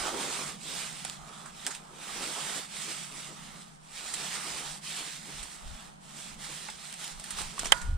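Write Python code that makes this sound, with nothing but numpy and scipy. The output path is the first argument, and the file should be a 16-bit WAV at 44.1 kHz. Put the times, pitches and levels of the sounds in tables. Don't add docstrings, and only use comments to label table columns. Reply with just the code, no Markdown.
import sys
import numpy as np
from scipy import signal
from scipy.fft import rfft, irfft, next_fast_len
from scipy.io import wavfile
from scipy.ndimage import uniform_filter1d, map_coordinates

SR = 44100
rng = np.random.default_rng(int(sys.argv[2]) if len(sys.argv) > 2 else 0)


def wrap_up_sound(samples):
    columns = np.atleast_2d(samples).T
    tamed = np.clip(columns, -1, 1)
    steps = np.round(tamed * 32767).astype(np.int16)
    wavfile.write(sys.argv[1], SR, steps)


N = 351477

# start t/s, fastest t/s, end t/s,
# blade rel. level/dB, hollow stems over blades level/dB, scrape over blades level/dB
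REED_SWAYS = [(-0.5, 0.07, 0.13, -37.0, 0.5, -5.5), (-0.03, 0.3, 0.61, -36.5, -4.2, -6.7),
              (0.37, 0.47, 0.54, -42.5, -8.5, -15.5), (0.57, 0.77, 1.01, -38.5, -8.0, -12.5),
              (0.8, 1.06, 1.21, -44.5, -9.0, -20.0), (0.95, 1.48, 1.54, -52.2, 3.0, -10.3),
              (1.48, 1.71, 1.83, -46.0, -7.0, -16.5), (1.57, 2.0, 2.4, -58.5, 5.0, -1.0),
              (1.94, 2.24, 2.35, -42.5, -9.0, -16.5), (1.89, 2.54, 2.69, -37.5, -4.0, -9.5),
              (2.66, 2.82, 3.16, -39.5, -10.0, -16.0), (2.86, 3.04, 3.07, -50.5, -11.0, -19.5),
              (3.01, 3.22, 3.42, -45.5, -4.5, -9.5), (3.35, 3.38, 3.8, -50.5, -4.0, -16.0),
              (3.49, 3.56, 3.65, -53.0, -6.5, -16.0), (3.88, 4.13, 4.36, -45.0, -8.5, -18.5),
              (3.82, 4.35, 4.81, -40.0, -5.5, -13.5), (4.05, 4.7, 4.82, -42.5, -5.0, -10.5),
              (4.8, 4.92, 5.29, -39.5, -14.5, -22.5), (4.86, 4.98, 5.16, -44.5, -7.0, -8.0),
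              (5.17, 5.37, 5.61, -45.2, -9.5, -14.0), (5.11, 5.8, 5.96, -51.5, -1.0, -16.0),
              (5.99, 6.28, 6.39, -47.0, -6.5, -16.0), (6.35, 6.47, 6.88, -43.0, -9.0, -13.5),
              (6.76, 6.86, 7.09, -46.5, -9.0, -22.5), (6.97, 7.03, 7.19, -41.5, -7.0, -17.5),
              (7.36, 7.4, 7.46, -39.3, -4.5, -8.5), (7.09, 7.44, 7.58, -43.2, -6.0, -19.0),
              (7.5, 7.66, 7.73, -42.5, -5.5, -7.0), (7.66, 7.74, 7.98, -48.5, -1.5, -5.5)]
SPEED_POWER = 1.18
IDLE_DB, HOLLOW_BED_DB, SCRAPE_BED_DB = -64, -62.5, -69


def sway():
    t = np.arange(N) / SR
    power = amp([[IDLE_DB], [HOLLOW_BED_DB], [SCRAPE_BED_DB]]) ** 2 * breeze()
    for start, fastest, end, level_db, hollow_db, scrape_db in REED_SWAYS:
        moving = slice(*np.searchsorted(t, [start, end]))
        phase = np.interp(t[moving], [start, fastest, end], [0, .5, 1])
        speed = np.abs(np.sin(np.pi * phase))
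        levels = amp(level_db) * amp([[0], [hollow_db], [scrape_db]])
        power[:, moving] += (levels * speed ** SPEED_POWER) ** 2
    return power


# middle t/s, length t/s, strength level/dB
# (at 0 dB the power halves)
BREEZE_LULLS = [(3.8, 0.56, 0.5), (6.0, 0.14, -5)]


def breeze():
    return 1 / (1 + swells(BREEZE_LULLS))


# f/Hz, level/dB
BLADE_SPECTRUM = [(250, -29), (900, -12.5), (1900, -1.5), (2700, -2.5), (3400, -0.5), (4400, -4),
                  (5200, -2.5), (6300, -5), (7900, 1.5), (9100, -1.5), (10000, -11), (11600, -20),
                  (13000, -18.5), (15500, -30)]
# f/Hz, level/dB
FLICK_SPECTRUM = [(300, -22), (1500, -2.5), (3400, -5), (4500, -4), (6500, -2.5), (8500, 5.5), (9050, 2),
                  (9700, -5.5), (11500, -17.5), (15500, -25)]


def blades(level_db):
    rate = 9000 * amp(.8 * (level_db + 42))
    grain = unit(slips(rate, scatter_db=0.5) + 1.1 * rng.standard_normal((2, N)))
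    hiss_gain = amp(level_db + 3.5 + 0.95 * wobble(35))
    hiss = hiss_gain * coloured(patchy(grain, depth_db=1.75), BLADE_SPECTRUM)
    tips = slips(3500, scatter_db=2.5) * amp(5.6 * wobble(20))
    return hiss + amp(-55.0 + 0.57 * (level_db + 45.0)) * coloured(tips, FLICK_SPECTRUM)


# middle t/s, length t/s, level/dB
STALK_JAMS = [(.095, 0.11, -35.5), (.15, 0.067, -34.5), (.24, .12, -48), (1.685, 0.075, -43.5),
              (2.22, 0.057, -47), (2.38, .04, -41.5), (2.53, .05, -48), (2.89, .12, -50.5),
              (5.3, 0.12, -51), (7.645, 0.077, -46)]
# f/Hz, level/dB
SCRAPE_SPECTRUM = [(130, -18), (280, 3), (400, 2.5), (600, 0), (1000, -3), (2000, -48)]
# f/Hz, level/dB
HOLLOW_SPECTRUM = [(350, -57), (620, -5), (820, 1), (1030, -2), (1280, 1.5), (1600, -7), (3000, -39.5)]
JAM_RING_DB = -4.5


def stalks(hollow_power, scrape_power):
    jams = swells(STALK_JAMS)
    grinding = np.sqrt(scrape_power + jams)
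    rustling = np.sqrt(hollow_power + amp(JAM_RING_DB) ** 2 * jams)
    scrape_noise = unit(coloured(slips(1500, scatter_db=3.0), SCRAPE_SPECTRUM))
    scrape = scrape_noise * grinding * amp(-3.0 + 3.34 * wobble(24))
    hollow_noise = patchy(slips(6000, scatter_db=2.5), depth_db=2.0)
    hollow = unit(coloured(hollow_noise, HOLLOW_SPECTRUM)) * rustling * amp(-0.93 + 0.43 * wobble(12))
    return scrape + hollow


# middle t/s, length t/s, level/dB
STEM_RUBS = [(1.32, 0.74, -53.5), (3.4, 0.74, -57.5)]


def slow_rub():
    return np.sqrt(swells(STEM_RUBS)) * shiver(1223, sharpness=5.1, size=N)


# t/s, crack rel. level/dB, blade f/Hz,
# stem knock rel. level/dB, stem f/Hz, decay by 60 dB t/s
BLADE_TICKS = [(1.0485, -28.5, 8700, -46, 1450, 0.034), (1.458, -43, 8000, -40, 1260, 0.08),
               (1.648, -43, 8000, -43, 3300, .07), (1.668, -30, 7600, -36, 1500, 0.1),
               (1.706, -36, 7000, -40, 1500, 0.11), (1.749, -37, 8000, -43, 2600, 0.06),
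               (4.138, -27.5, 7940, -41, 3400, 0.068), (5.428, -36.5, 8550, -62, 1250, 0.085),
               (6.699, -37.5, 8300, -44, 3500, 0.057), (6.939, -36, 8500, -47, 3600, .03),
               (7.042, -32.5, 8500, -51, 2210, 0.03), (7.197, -37, 8600, -50, 696, 0.039),
               (7.24, -34.5, 8900, -38, 1530, 0.032), (7.305, -31.5, 9040, -55, 1280, 0.073),
               (7.385, -32.5, 8200, -37.5, 1210, 0.061), (7.4157, -31.5, 8070, -41, 3340, .035),
               (7.592, -26, 7550, -35, 3400, 0.046), (7.645, -33, 7450, -37.5, 3000, 0.087),
               (7.657, -29.5, 5900, -36, 2300, 0.04), (7.666, -32, 6800, -43, 2600, 0.068),
               (7.814, -37.5, 7640, -45, 1900, 0.1)]


def ticks():
    bright, tones = np.zeros((2, 2, N))
    t = np.arange(SR // 5) / SR
    for s, crack_db, blade_hz, stem_db, stem_hz, t60 in BLADE_TICKS:
        age = t / t60
        shape = amp(-60 * age) * (1 - np.exp(-age / 0.012))
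        add(bright, s, amp(crack_db + 1.0) * shape * rng.standard_normal((2, len(t))))
        add(tones, s, amp(crack_db - 0.5) * shape * shiver(blade_hz, sharpness=5.8, size=len(t)))
        add(tones, s, amp(stem_db + 2.0) * shape * shiver(stem_hz, sharpness=2.1, size=len(t)))
    return coloured(bright, FLICK_SPECTRUM) + tones


# t/s, rel. level/dB, lowest f/Hz, decay by 60 dB t/s,
# upper modes level/dB
STEM_TAPS = [(1.0495, -31, 740, .028, -14), (1.666, -26, 1700, .016, -8), (1.6705, -31, 760, .03, -6),
             (6.686, -27.5, 861, 0.045, 0), (7.5793, -25.5, 1110, 0.034, -7), (7.6325, -22, 680, 0.015, -6),
             (7.656, -26, 654, 0.018, 1)]
# multiple of its lowest f, level/dB
STEM_MODES = [(1, -0.5), (1.73, -4), (2.42, -7), (3.07, -14)]
TAP_ATTACK_S, TAP_ROUGH = .0007, .25


def taps():
    track, t = np.zeros((2, N)), np.arange(SR // 5) / SR
    for s, db, hz, t60, upper_db in STEM_TAPS:
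        shape = amp(db - 60 * t / t60) * (1 - np.exp(-t / TAP_ATTACK_S))
        for k, (ratio, level) in enumerate(STEM_MODES):
            tone = np.sin(2 * np.pi * (hz * ratio * t + rng.random((2, 1))))
            buzz = shiver(hz * ratio, sharpness=2.4, size=len(t))
            ring = np.sqrt(1 - TAP_ROUGH) * tone + np.sqrt(TAP_ROUGH / 2) * buzz
            add(track, s, amp(level + (upper_db if k else 0)) * shape * ring)
    return track


# t/s, level/dB
FIBRE_SNAPS = [(1.051, -29), (1.0983, -22), (1.666, -12), (1.6705, -22), (1.7492, -29), (6.9272, -24),
               (7.0466, -31), (7.0788, -30), (7.5948, -21.5), (7.5988, -27), (7.613, -27), (7.621, -30),
               (7.6333, -26), (7.6563, -20.5), (7.673, -28), (7.782, -35)]
SNAP_T60_S = 0.004


def snaps():
    track, t = np.zeros((2, N)), np.arange(SR // 20) / SR
    for s, db in FIBRE_SNAPS:
        add(track, s, amp(db - 60 * t / SNAP_T60_S) * rng.standard_normal((2, len(t))))
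    return coloured(track, BLADE_SPECTRUM)


# f/Hz, left minus right level/dB,
# left lead/rad, coherence (0-1)
PORT_DIFFERENCES = [(500, .6, -.2, .8), (800, -6.5, -1, .7), (1200, -6.5, .3, .6), (2000, -6, .1, .6),
                    (3000, -3.3, .2, .7), (4200, -2.2, 0, .7), (5200, -4.4, -.7, .42), (6300, -3, -1, .2),
                    (7200, -5.5, -2.1, .2), (7900, -11.5, -3.6, .3), (8800, -4, -3.8, .3),
                    (10500, -1.5, -3.8, .05), (15000, -1.3, -3.8, 0)]


def ports(pair):
    shade, lead, alike = (np.array(PORT_DIFFERENCES)[:, [0, k]] for k in range(1, 4))

    def direct_response(hz):
        return amp(along(shade, hz)) * along(alike, hz) * np.exp(1j * along(lead, hz))

    def scattered_response(hz):
        return amp(along(shade, hz)) * np.sqrt(1 - along(alike, hz) ** 2)

    left = filtered(pair[0], direct_response) + filtered(pair[1], scattered_response)
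    return np.array([left, pair[0]])


# f/Hz, rel. level/dB, decay by 60 dB t/s
KNOCK_MODES = [(547, -27, 0.088), (660, -30, 0.12), (890, -8, 0.029), (1090, -4.5, 0.017),
               (1360, -8.5, 0.02), (1587, -5.5, 0.023), (1840, -7, 0.023), (1990, -8, 0.025),
               (3070, 4, 0.012), (3210, -9.5, 0.019), (7520, -6.5, 0.0085), (931, -39.5, 0.56),
               (980, -36, 0.44), (1020, -37, 0.37), (1390, -42, .4), (1440, -34.5, 0.89), (1760, -44, 0.66)]
CHATTER_DB, CHATTER_HZ, CHATTER_T60_S = -20.5, 1900, 0.059
HALO_DB, HALO_HZ, HALO_T60_S = -40, 1340, 0.74


def click(s=7.7222, lead=.0019):
    knock, crack, scratch = np.zeros((3, 2, N))
    t = np.arange(SR // 2) / SR
    ring = np.zeros((2, len(t)))
    for hz, db, t60 in KNOCK_MODES:
        phase = rng.random() * np.array([[1], [0]])
        ring += amp(db - 60 * t / t60) * np.sin(2 * np.pi * (hz * t + phase))
    attack = 1 - np.exp(-t / .0003)
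    chatter = shiver(CHATTER_HZ, sharpness=1, size=len(t))
    halo = shiver(HALO_HZ, sharpness=1.6, size=len(t))
    add(knock, s, amp(-1.0) * ring * attack)
    add(knock, s, amp(CHATTER_DB - 60 * t / CHATTER_T60_S) * attack * chatter)
    add(knock, s, amp(HALO_DB - 60 * t / HALO_T60_S) * attack * halo)
    graze = amp(-12 - 60 * t / .022) + amp(-36 - 60 * t / .09)
    add(scratch, s - lead, graze * rng.standard_normal((2, len(t))))
    add(crack, s, amp(-17.0 - 60 * t / 0.027) * rng.standard_normal((2, len(t))))
    noise = coloured(scratch, FLICK_SPECTRUM) + coloured(crack, BLADE_SPECTRUM)
    return knock * amp([[-12], [0]]) + ports(noise)


# middle t/s, length t/s, rel. level/dB
MICROPHONE_GUSTS = [(0, .14, -47), (1.2, .15, -58), (4.54, .1, -57), (4.71, 0.11, -52), (5.4, 0.21, -53.5),
                    (5.695, 0.16, -41.5), (6.36, 0.13, -56), (7.16, .15, -52), (7.42, 0.24, -45),
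                    (7.69, 0.21, -43), (7.94, 0.27, -29.5)]
# f/Hz, level/dB
BUFFET_SPECTRUM = [(8, -17), (22, -7), (33, -8.5), (54, -14), (85, -22), (130, -33), (500, -74)]
# f/Hz, level/dB
BLAST_SPECTRUM = [(15, -17), (33, 5), (50, -5), (71, 2.5), (92, -14), (140, -20), (500, -76)]
BREEZE_DB, BREEZE_SWING_DB = -67.5, 2.5


def buffeting():
    light_air = amp(BREEZE_DB + BREEZE_SWING_DB * wobble(9.7)) ** 2
    gust_db = 10 * np.log10(swells(MICROPHONE_GUSTS) + light_air)
    slow = unit(coloured(rng.standard_normal((2, N)), BUFFET_SPECTRUM))
    fast = unit(coloured(rng.standard_normal((2, N)), BLAST_SPECTRUM))
    strong = np.clip((gust_db + 37) / 4, 0, 1)
    slow_eddies = spread(slow, side_db=-3) * np.sqrt(1 - strong)
    fast_eddies = amp(1.5) * spread(fast, side_db=-17) * np.sqrt(strong)
    return amp(gust_db + wobble(12)) * (slow_eddies + fast_eddies)


# t/s, rel. level/dB
RUMBLE_LEVEL = [(0, -53.5), (.55, -52), (1, -53.5), (1.9, -57), (2.55, -56), (3.45, -54), (3.85, -59),
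                (4.2, -55.5), (6.3, -56.5), (6.9, -58), (7.45, -53), (7.97, -53)]
# f/Hz, level/dB
RUMBLE_SPECTRUM = [(25, -25), (60, -11), (108, -25), (148, 3.5), (175, -0.5), (215, -1.5), (275, -14.5),
                   (520, -25), (2000, -57)]
# f/Hz, level/dB
HUSH_SPECTRUM = [(250, -13), (520, -10.5), (810, 0), (1100, -8), (2500, -17.5), (9000, -30), (15000, -56)]


def distance():
    rumble_db = np.interp(np.arange(N) / SR, *np.transpose(RUMBLE_LEVEL))
    rumble = unit(coloured(rng.standard_normal((2, N)), RUMBLE_SPECTRUM))
    hush = unit(coloured(rng.standard_normal((2, N)), HUSH_SPECTRUM))
    far_rumble = amp(rumble_db - 0.5 + wobble(6.9)) * spread(rumble, side_db=-5.5)
    return far_rumble + amp(-65.5) * breeze() ** .25 * spread(hush, side_db=9.0)


def slips(rate, scatter_db):
    hit = rng.random((2, N)) < rate / SR
    sizes = amp(scatter_db * rng.standard_normal((2, N))) * rng.standard_normal((2, N))
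    return unit(hit * sizes / np.sqrt(rate))


def shiver(hz, sharpness, size):
    resonance = signal.iirpeak(hz, sharpness, SR)
    once = signal.lfilter(*resonance, rng.standard_normal((2, size)))
    return unit(signal.lfilter(*resonance, once))


def patchy(x, depth_db):
    z = signal.stft(x, nperseg=512)[2]
    field = uniform_filter1d(rng.standard_normal(z.shape[1:]), size=4, axis=0)
    field = uniform_filter1d(field, size=12, axis=1)
    return unit(signal.istft(z * amp(depth_db * unit(field)), nperseg=512)[1][:, :N])


def swells(rows):
    t = np.arange(N) / SR
    return sum((amp(db) * np.cos(np.pi * np.clip((t - s) / length, -.5, .5))) ** 2
               for s, length, db in rows)


def wobble(rate):
    knots = rng.standard_normal(int(N * rate / SR) + 4)
    return map_coordinates(knots, [np.arange(N) * rate / SR])


def spread(pair, side_db):
    mid, side = pair[0], pair[1] * amp(side_db)
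    return np.array([mid + side, mid - side])


def coloured(x, spectrum):
    return filtered(x, lambda hz: unit(amp(along(spectrum, hz))))


def filtered(x, response):
    m = next_fast_len(N + SR // 2)
    return irfft(rfft(x, m) * response(np.fft.rfftfreq(m, 1 / SR)), m)[..., :N]


def along(points, hz):
    f, v = np.transpose(points)
    return np.interp(np.log(hz + 1), np.log(f + 1), v)


def add(track, s, sound):
    part = track[..., round(s * SR):][..., :sound.shape[-1]]
    part += sound[..., :part.shape[-1]]


def amp(db):
    return 10 ** (np.asarray(db) / 20)


def unit(x):
    return x / np.sqrt(np.mean(x ** 2) + 1e-20)


def scene():
    rubbing, hollow, scrape = sway()
    rustle = blades(10 * np.log10(rubbing)) + stalks(hollow, scrape) + slow_rub()
    reeds = rustle + ticks() + taps() + snaps()
    return ports(reeds) + click() + buffeting() + distance()


def record(dry):
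    return filtered(np.clip(dry, -1, 1), lambda hz: hz < 15700)


dry = scene()
out = record(dry)
wrap_up_sound(out)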